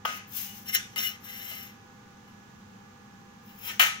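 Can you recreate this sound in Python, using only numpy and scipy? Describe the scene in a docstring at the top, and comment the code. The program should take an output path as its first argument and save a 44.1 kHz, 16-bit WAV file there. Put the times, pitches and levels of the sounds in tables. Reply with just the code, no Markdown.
"""Sheet-metal panel in a workshop.

A curved panel is set down with a dull knock, slid in short strokes over floor tiles and a rusty plate,
left to rest, then swung against the plate with a chattering clang. Blows ring its modes; tiny catches
of the edge rasp and hiss; stick-slip squeals. Hard walls answer, and machinery hums behind."""
import sys
import numpy as np
from scipy import signal
from scipy.fft import rfft, irfft, next_fast_len
from scipy.io import wavfile
from scipy.ndimage import map_coordinates

SR = 44100
rng = np.random.default_rng(int(sys.argv[2]) if len(sys.argv) > 2 else 0)


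def wav_record(signal):
    """Record a signal, one row per channel, as 16-bit PCM in the file named by sys.argv[1]."""
    frames = np.transpose(np.atleast_2d(signal))
    bounded = np.clip(frames, -1, 1)
    # unit amplitude maps onto the largest positive 16-bit level
    quanta = np.round(bounded * 32767).astype(np.int16)
    wavfile.write(sys.argv[1], SR, quanta)


N = 176400

# Panel modes: freq_hz, t60_s, scraped_db, knocked_db, struck_db, lean_db (left minus right)
PANEL_MODES = [(1249, 0.42, -24, -6, -27, 12), (1275, 0.55, -36, -30, -18, 3),
               (1323, 0.4, -36, -30, -23, 0), (1491, 0.28, -29, -12, -23, -9),
               (1825, 0.35, -28, -33, -14, -2), (2045, 0.35, -21, -22, -17, 5),
               (2090, 0.16, -17, -25, -24, 8), (2272, 0.3, -37, -39, -18, 3),
               (2383, 0.35, -37, -33, -13, 6), (2433, 0.45, -29, -32, -22, 9),
               (2677, 0.3, -21, -23, -20, 11), (2817, 0.2, -22, -17, -15, 8),
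               (2928, 0.25, -16, -28, -17, 9), (3025, 0.3, -29, -33, -14, 12),
               (3100, 0.33, -34, -31, -21, 11), (3312, 0.25, -39, -30, -23, 12),
               (4250, 0.2, -33, -29, -25, 7), (5843, 0.33, -36, -45, -28, -2),
               (6525, 0.5, -32, -23, -37, -11), (7111, 0.4, -40, -50, -30, -12)]
# Slide envelopes, one per stroke, and the settling after the knock: time_s, mid_db, hiss_db
STROKES = [
    [(0.27, -84, -61), (0.314, -52, -51), (0.372, -40, -32.5), (0.44, -45.5, -38.5), (0.54, -53.5, -53.5),
     (0.558, -48.5, -47.5), (0.65, -68, -58)],
    [(0.65, -56, -56), (0.692, -35.5, -37.5), (0.712, -50.5, -50), (0.75, -21, -21.5), (0.78, -42.5, -57),
     (0.894, -71, -72), (0.94, -54, -62)],
    [(0.95, -77, -60.5), (0.958, -50, -63), (0.978, -30.5, -34), (1.074, -36, -35.5), (1.19, -65, -78)],
    [(1.2, -79, -70), (1.25, -52, -45.5), (1.274, -50.5, -47), (1.506, -49, -43.5), (1.652, -53, -49),
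     (1.77, -74, -80)],
    [(3.41, -88, -79), (3.484, -55.5, -58), (3.55, -62, -63), (3.682, -30.5, -35.5), (3.69, -25.5, -42.5),
     (3.78, -68, -62)],
]
SETTLING = [(0.055, -35.5, -48), (.1, -36.5, -53), (.18, -46, -48.5), (.2, -72, -74)]
# Resonances of the upright edge on the plate and of a corner on the tiles: freq_hz, level_db
EDGE = [(1690, -22), (1850, -25), (2090, -10.5), (2680, -21), (2810, -17), (2925, -15), (3170, -18),
        (3640, -21.5), (4010, -22.5), (4300, -28), (5270, -24), (5500, -17), (5600, -19), (5700, -20),
        (6500, -23), (6900, -26)]
CORNER = [(930, -27), (1280, -24), (1700, -24), (2115, -14.5), (2470, -22), (2770, -12.5), (3230, -20),
          (3910, -22.5), (5300, -24), (7000, -24)]
# Panel hold for the settling, then each stroke:
# resonances, edge_db, edge_tilt_db_per_oct, ring_db, rasp_db, rasp_tilt_db_per_oct
HOLDS = [(CORNER, -5, 1, 0, 1.5, -3), (CORNER, -3, 3, -6, 4, 3.5), (EDGE, 7, 1.5, -1, -2, .5),
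         (EDGE, 6.5, 1, 1, -4, -2), (EDGE, 9.5, -.3, 6, 2.5, -2), (CORNER, 3, 0, -6, -3, -1.5)]
# Stick-slip squeals: centre_s, sigma_s, pitch_hz, level_db
SQUEALS = [(0.503, 0.04, 2925, -50.5), (0.746, 0.0094, 2090, -31), (0.83, 0.02, 3620, -50),
           (0.983, 0.01, 2920, -35.5), (1.064, 0.024, 2920, -30.5)]
# Contacts of the knock, the clang and the catches on rust and joints: start_s, level_db
KNOCK_HITS = [(.0508, -6), (.0535, 0.5)]
CLANG_HITS = [(3.7961, 3), (3.7992, -2), (3.8021, 1), (3.807, -4), (3.8144, 0), (3.8192, -5), (3.826, -5),
              (3.839, -6), (3.8635, -12), (3.869, -10)]
TICK_HITS = [(0.183, -28), (0.9601, -8.5), (1.512, -16.5), (2.279, -37), (3.492, -35)]
# Contact spectra: freq_hz, relative_db
RASP_SPECTRUM = [(60, -72), (300, -15.5), (600, -12.5), (1000, -16), (1500, 1.5), (2900, 2), (4400, -8.5),
                 (6000, 1), (7800, -13), (10000, -11.5), (15000, -24.5)]
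HISS_SPECTRUM = [(400, -45), (3000, -12.5), (7500, -11), (9000, -9.5), (10500, -7), (12200, 0),
                 (13500, 0.5), (14600, 4), (15100, 6.5), (15700, -1)]
KNOCK_SPECTRUM = [(100, -23), (400, -19), (560, -2.5), (720, 2.5), (850, -4.5), (1080, 2.5), (1750, -5.5),
                  (2300, -12.5), (3100, -2), (4300, -35), (5200, -13), (8000, -43), (14500, -23.5)]
CLANG_SPECTRUM = [(150, -37), (480, -17.5), (750, -7.5), (1050, -6.5), (1350, -1), (2000, -0.5),
                  (2800, -1.5), (4000, -7), (4900, -13), (6200, -8), (8500, -19.5), (11000, -14),
                  (14800, -6.5), (16000, -6)]
TICK_SPECTRUM = [(200, -31), (600, -5.5), (2500, -10), (4700, -9), (8000, -16), (15000, -11.5)]
# Decay of the room and the panel's dense upper modes: freq_hz, t60_s
WASH_DECAY = [(200, 0.21), (1500, 0.38), (6000, 0.45), (10000, 0.33), (15000, 0.14)]
# Panel stereo balance: freq_hz, lean_db
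PANEL_LEAN = [(200, 2.5), (700, 7.5), (1500, 0.5), (3000, 5.5), (5500, 0.5), (7000, -15), (9000, 8.5),
              (11500, 15), (15000, 26.5)]
# Machinery noise spectrum: freq_hz, relative_db
RUSH_SPECTRUM = [(25, -17.5), (45, -20), (68, -15.5), (85, -8.5), (110, -9), (150, -7), (185, -7),
                 (225, -1), (270, -13.5), (500, -18), (620, -28.5), (790, -18), (1200, -18.5), (1700, -24),
                 (3000, -28), (4500, -32.5), (6500, -31), (8800, -45.5), (15500, -41.5)]
# Machinery left-right likeness: freq_hz, correlation
MACHINE_CORRELATION = [(100, 0.99), (220, 0.92), (400, 0.13), (800, 0.11), (2000, -0.17), (4000, -0.012)]
# Machinery noise balance: freq_hz, lean_db
RUSH_LEAN = [(1000, -0.5), (3500, -3), (5000, -3), (6800, -15.5), (8000, -7), (9500, -1.5), (15000, 4)]
# Machinery tones: freq_hz, relative_db, lean_db
HUM_TONES = [(108.6, -65, 0.5), (200, -61, 1), (497, -73.5, 7), (802.6, -67, -5.5), (1200, -72.5, -16),
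             (1475, -73, 6), (1694, -70.5, -20)]

RASP_GAIN_DB, HISS_GAIN_DB, RUSH_GAIN_DB, HUM_GAIN_DB = -6.5, 1.5, -54.5, 2.5
GRIT_PER_S, GRIT_SPREAD_DB, JUDDER_DB, JUDDER_PER_S = 7300, 1, 1.5, 130
EDGE_T60_S, WASH_BUILD_S, RIGHT_LAG_S = 0.059, 0.00077, 0.00022
FLEX_S, FLEX_PER_S = 0.00006, 20


def blow(hits, spectrum, modes_db, t60_s, gain_db, wet_db):
    """The first hit rings the panel; it and each bounce of the edge add a crack and wash."""
    out = np.zeros((2, N))
    add(out, hits[0][0], panel_ring(modes_db))
    for start_s, db in hits:
        add(out, start_s, amp(gain_db + db) * contact(spectrum, t60_s, wet_db))
    return out


def panel_ring(levels_db):
    """Free panel modes: decaying sines, levelled by energy."""
    t = np.arange(SR * 3 // 4) / SR
    ear_s = ear_times(t)
    attack = 1 - np.exp(-ear_s / 0.0014)
    out = np.zeros((2, len(t)))
    for (hz, t60_s, *_, lean_db), db in zip(PANEL_MODES, levels_db):
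        phase = 2 * np.pi * hz * ear_s + rng.uniform(0, 2 * np.pi)
        mode = np.sin(phase) * amp(-60 * ear_s / t60_s) * attack
        out += amp(db) * sides(lean_db)[:, None] * mode / np.linalg.norm(mode[0])
    return out


def contact(spectrum, t60_s, wet_db):
    """Response to one touch: a noise crack, late on the right, then the wash of room and dense modes."""
    t = np.arange(SR // 2) / SR
    noise = rng.standard_normal((3, len(t))) * amp(-60 * t / t60_s)
    crack = noise[0] + noise[1:]  # common part plus one per ear
    crack[1] = np.pad(crack[1], (round(RIGHT_LAG_S * SR), 0))[:len(t)]
    hz, frame_s, bins = signal.stft(rng.standard_normal((2, len(t))), SR, nperseg=256)
    decay = amp(-60 * frame_s / along(WASH_DECAY, hz)[:, None])
    wash = signal.istft(bins * decay, SR, nperseg=256)[1][:, :len(t)]
    wash *= 1 - np.exp(-t / WASH_BUILD_S)
    direct = unit_energy(coloured(crack, spectrum))
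    diffuse = unit_energy(coloured(wash, spectrum))
    return unit_energy(direct + amp(wet_db) * diffuse)


def scrapes(modes_db):
    """In each slide, grit rasps, hisses and rings the touching edge and the whole panel."""
    out, coarse, fine = np.zeros((2, N)), grit(), grit()
    modes = panel_ring(modes_db)
    for stroke, hold in zip([SETTLING, *STROKES], HOLDS):
        resonances, edge_db, edge_tilt, ring_db, rasp_db, rasp_tilt = hold
        time_s, mid_db, hiss_db = np.transpose(stroke)
        span = np.arange(int(time_s[0] * SR), int(time_s[-1] * SR))
        force = coarse[span] * amp(np.interp(span / SR, time_s, mid_db))
        rub = fine[span] * amp(np.interp(span / SR, time_s, hiss_db))
        tilted = [(hz, db + rasp_tilt * np.log2(hz)) for hz, db in RASP_SPECTRUM]
        rasp = drive(force, contact(tilted, t60_s=0.052, wet_db=1))
        edge = flexed(drive(force, edge_ring(resonances, edge_tilt)))
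        hiss = drive(rub, contact(HISS_SPECTRUM, t60_s=0.016, wet_db=-17))
        add(out, time_s[0], amp(edge_db) * edge)
        add(out, time_s[0], amp(ring_db) * drive(force, modes))
        add(out, time_s[0], amp(RASP_GAIN_DB + rasp_db) * rasp)
        add(out, time_s[0], amp(HISS_GAIN_DB) * hiss)
    return out


def grit():
    """Dense, clumped catches of the edge on rust and tile; unit rms."""
    caught = rng.random(N) < GRIT_PER_S / SR
    sizes = rng.choice([-1, 1], N) * amp(GRIT_SPREAD_DB * rng.standard_normal(N))
    force = caught * sizes * amp(JUDDER_DB * wobble(JUDDER_PER_S))
    return force / np.sqrt(np.mean(force ** 2) + 1e-20)


def edge_ring(resonances, tilt_db_per_oct):
    """Damped resonances of the touching part, levelled by energy."""
    ear_s = ear_times(np.arange(SR // 2) / SR)
    envelope = amp(-60 * ear_s / EDGE_T60_S) * (1 - np.exp(-ear_s / 0.0023))
    envelope *= np.sqrt(2) / np.linalg.norm(envelope[0])
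    out = np.zeros_like(ear_s)
    for hz, db in resonances:
        gains = amp(db + tilt_db_per_oct * np.log2(hz / 3000)) * sides(along(PANEL_LEAN, hz))
        out += gains[:, None] * envelope * np.sin(2 * np.pi * hz * ear_s + rng.uniform(0, 2 * np.pi))
    return out


def flexed(pair):
    """The sliding sheet bends, so its resonances wander slightly in pitch."""
    n = pair.shape[1]
    position = np.arange(n) + FLEX_S * SR * wobble(FLEX_PER_S)[:n]
    return np.array([map_coordinates(side, [position]) for side in pair])


def squeals():
    """Brief rough tones: the edge sticks and slips in step with one mode."""
    t, out = np.arange(N) / SR, np.zeros((2, N))
    for centre_s, sigma_s, hz, db in SQUEALS:
        phase = 2 * np.pi * hz * ear_times(t) + 0.7 * wobble(150)
        out += amp(db) * np.exp(-((t - centre_s) / sigma_s) ** 2 / 2) * np.sin(phase)
    return out * sides(lean_db=26)[:, None]


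def machinery():
    """Background machines: a low steady rush and a few wavering tones."""
    def width_rad(hz):
        return np.arccos(np.clip(along(MACHINE_CORRELATION, hz), -1, 1)) / 2

    def mid_side_gains(hz):
        return amp(along(RUSH_SPECTRUM, hz)) * np.array([np.ones_like(hz), np.tan(width_rad(hz))])

    mid, side = filtered(rng.standard_normal((2, N)), mid_side_gains)
    rush = np.array([mid + side, mid - side]) / mid.std()
    rush = filtered(rush, lambda hz: sides(along(RUSH_LEAN, hz)))
    t, hum = np.arange(N) / SR, np.zeros((2, N))
    for hz, db, lean_db in HUM_TONES:
        waver_rad = wobble(38)
        drift_rad = width_rad(hz) * np.array([wobble(1.57), wobble(2.27)])
        swell_db = 1.3 * wobble(6.47)
        tone = np.sqrt(2) * np.sin(2 * np.pi * hz * t + waver_rad + drift_rad)
        hum += amp(db + swell_db) * tone * sides(lean_db)[:, None]
    return amp(RUSH_GAIN_DB) * rush + amp(HUM_GAIN_DB) * hum


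def coloured(pair, spectrum, size=32768):
    """Minimum-phase filter: the spectrum with the panel's stereo balance."""
    hz = np.fft.rfftfreq(size, 1 / SR)
    cepstrum = irfft(np.log(amp(along(spectrum, hz)) * sides(along(PANEL_LEAN, hz))))
    cepstrum[:, 1:size // 2] *= 2
    cepstrum[:, size // 2 + 1:] = 0
    return irfft(rfft(pair, size) * np.exp(rfft(cepstrum)))[:, :pair.shape[1]]


def filtered(x, response):
    """Zero-phase filter with gain response(hz)."""
    n = x.shape[-1]
    size = next_fast_len(n + SR // 5)
    return irfft(rfft(x, size) * response(np.fft.rfftfreq(size, 1 / SR)), size)[..., :n]


def drive(force, response):
    """Mono force through a stereo impulse response."""
    return signal.fftconvolve(force[None], response, axes=1)


def amp(db):
    """Decibels to gain."""
    return 10 ** (np.asarray(db) / 20)


def unit_energy(pair):
    """Stereo pair scaled to mid energy 1."""
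    return pair / np.linalg.norm(pair.mean(0))


def along(points, hz):
    """Interpolate (freq_hz, value) points on a log axis."""
    freq_hz, values = np.transpose(points)
    return np.interp(np.log(hz + 1), np.log(freq_hz + 1), values)


def wobble(knots_per_s):
    """Smooth random curve."""
    knots = rng.standard_normal(int(N * knots_per_s / SR) + 4)
    return map_coordinates(knots, [np.arange(N) * knots_per_s / SR])


def sides(lean_db):
    """Left and right gains, mean 1."""
    gains = amp(np.array([lean_db, -lean_db]) / 2)
    return gains / gains.mean(0)


def ear_times(t):
    """Left and right time axes, the right delayed."""
    return np.maximum(t - np.array([[0], [RIGHT_LAG_S]]), 0)


def add(track, start_s, sound):
    """Mix a sound into the track."""
    part = track[:, round(start_s * SR):][:, :sound.shape[1]]
    part += sound[:, :part.shape[1]]


def scene():
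    """Knock, strokes with ticks and squeals, then the clang, over machinery."""
    scraped_db, knocked_db, struck_db = np.transpose(PANEL_MODES)[2:5]
    knock = blow(KNOCK_HITS, KNOCK_SPECTRUM, knocked_db + 5, t60_s=0.017, gain_db=0, wet_db=-9)
    clang = blow(CLANG_HITS, CLANG_SPECTRUM, struck_db + 20, t60_s=0.009, gain_db=5, wet_db=0.5)
    ticks = sum(blow([(start_s, 0)], TICK_SPECTRUM, scraped_db + db + 15.5,
                     t60_s=0.015, gain_db=db, wet_db=3.5) for start_s, db in TICK_HITS)
    return knock + clang + ticks + scrapes(scraped_db) + squeals() + machinery()


def record(dry):
    """Steep low-pass band limit."""
    cutoff_hz, slope_hz = 15850, 90
    return filtered(dry, lambda hz: (1 - np.tanh((hz - cutoff_hz) / slope_hz)) / 2)


dry = scene()
out = record(dry)
wav_record(out)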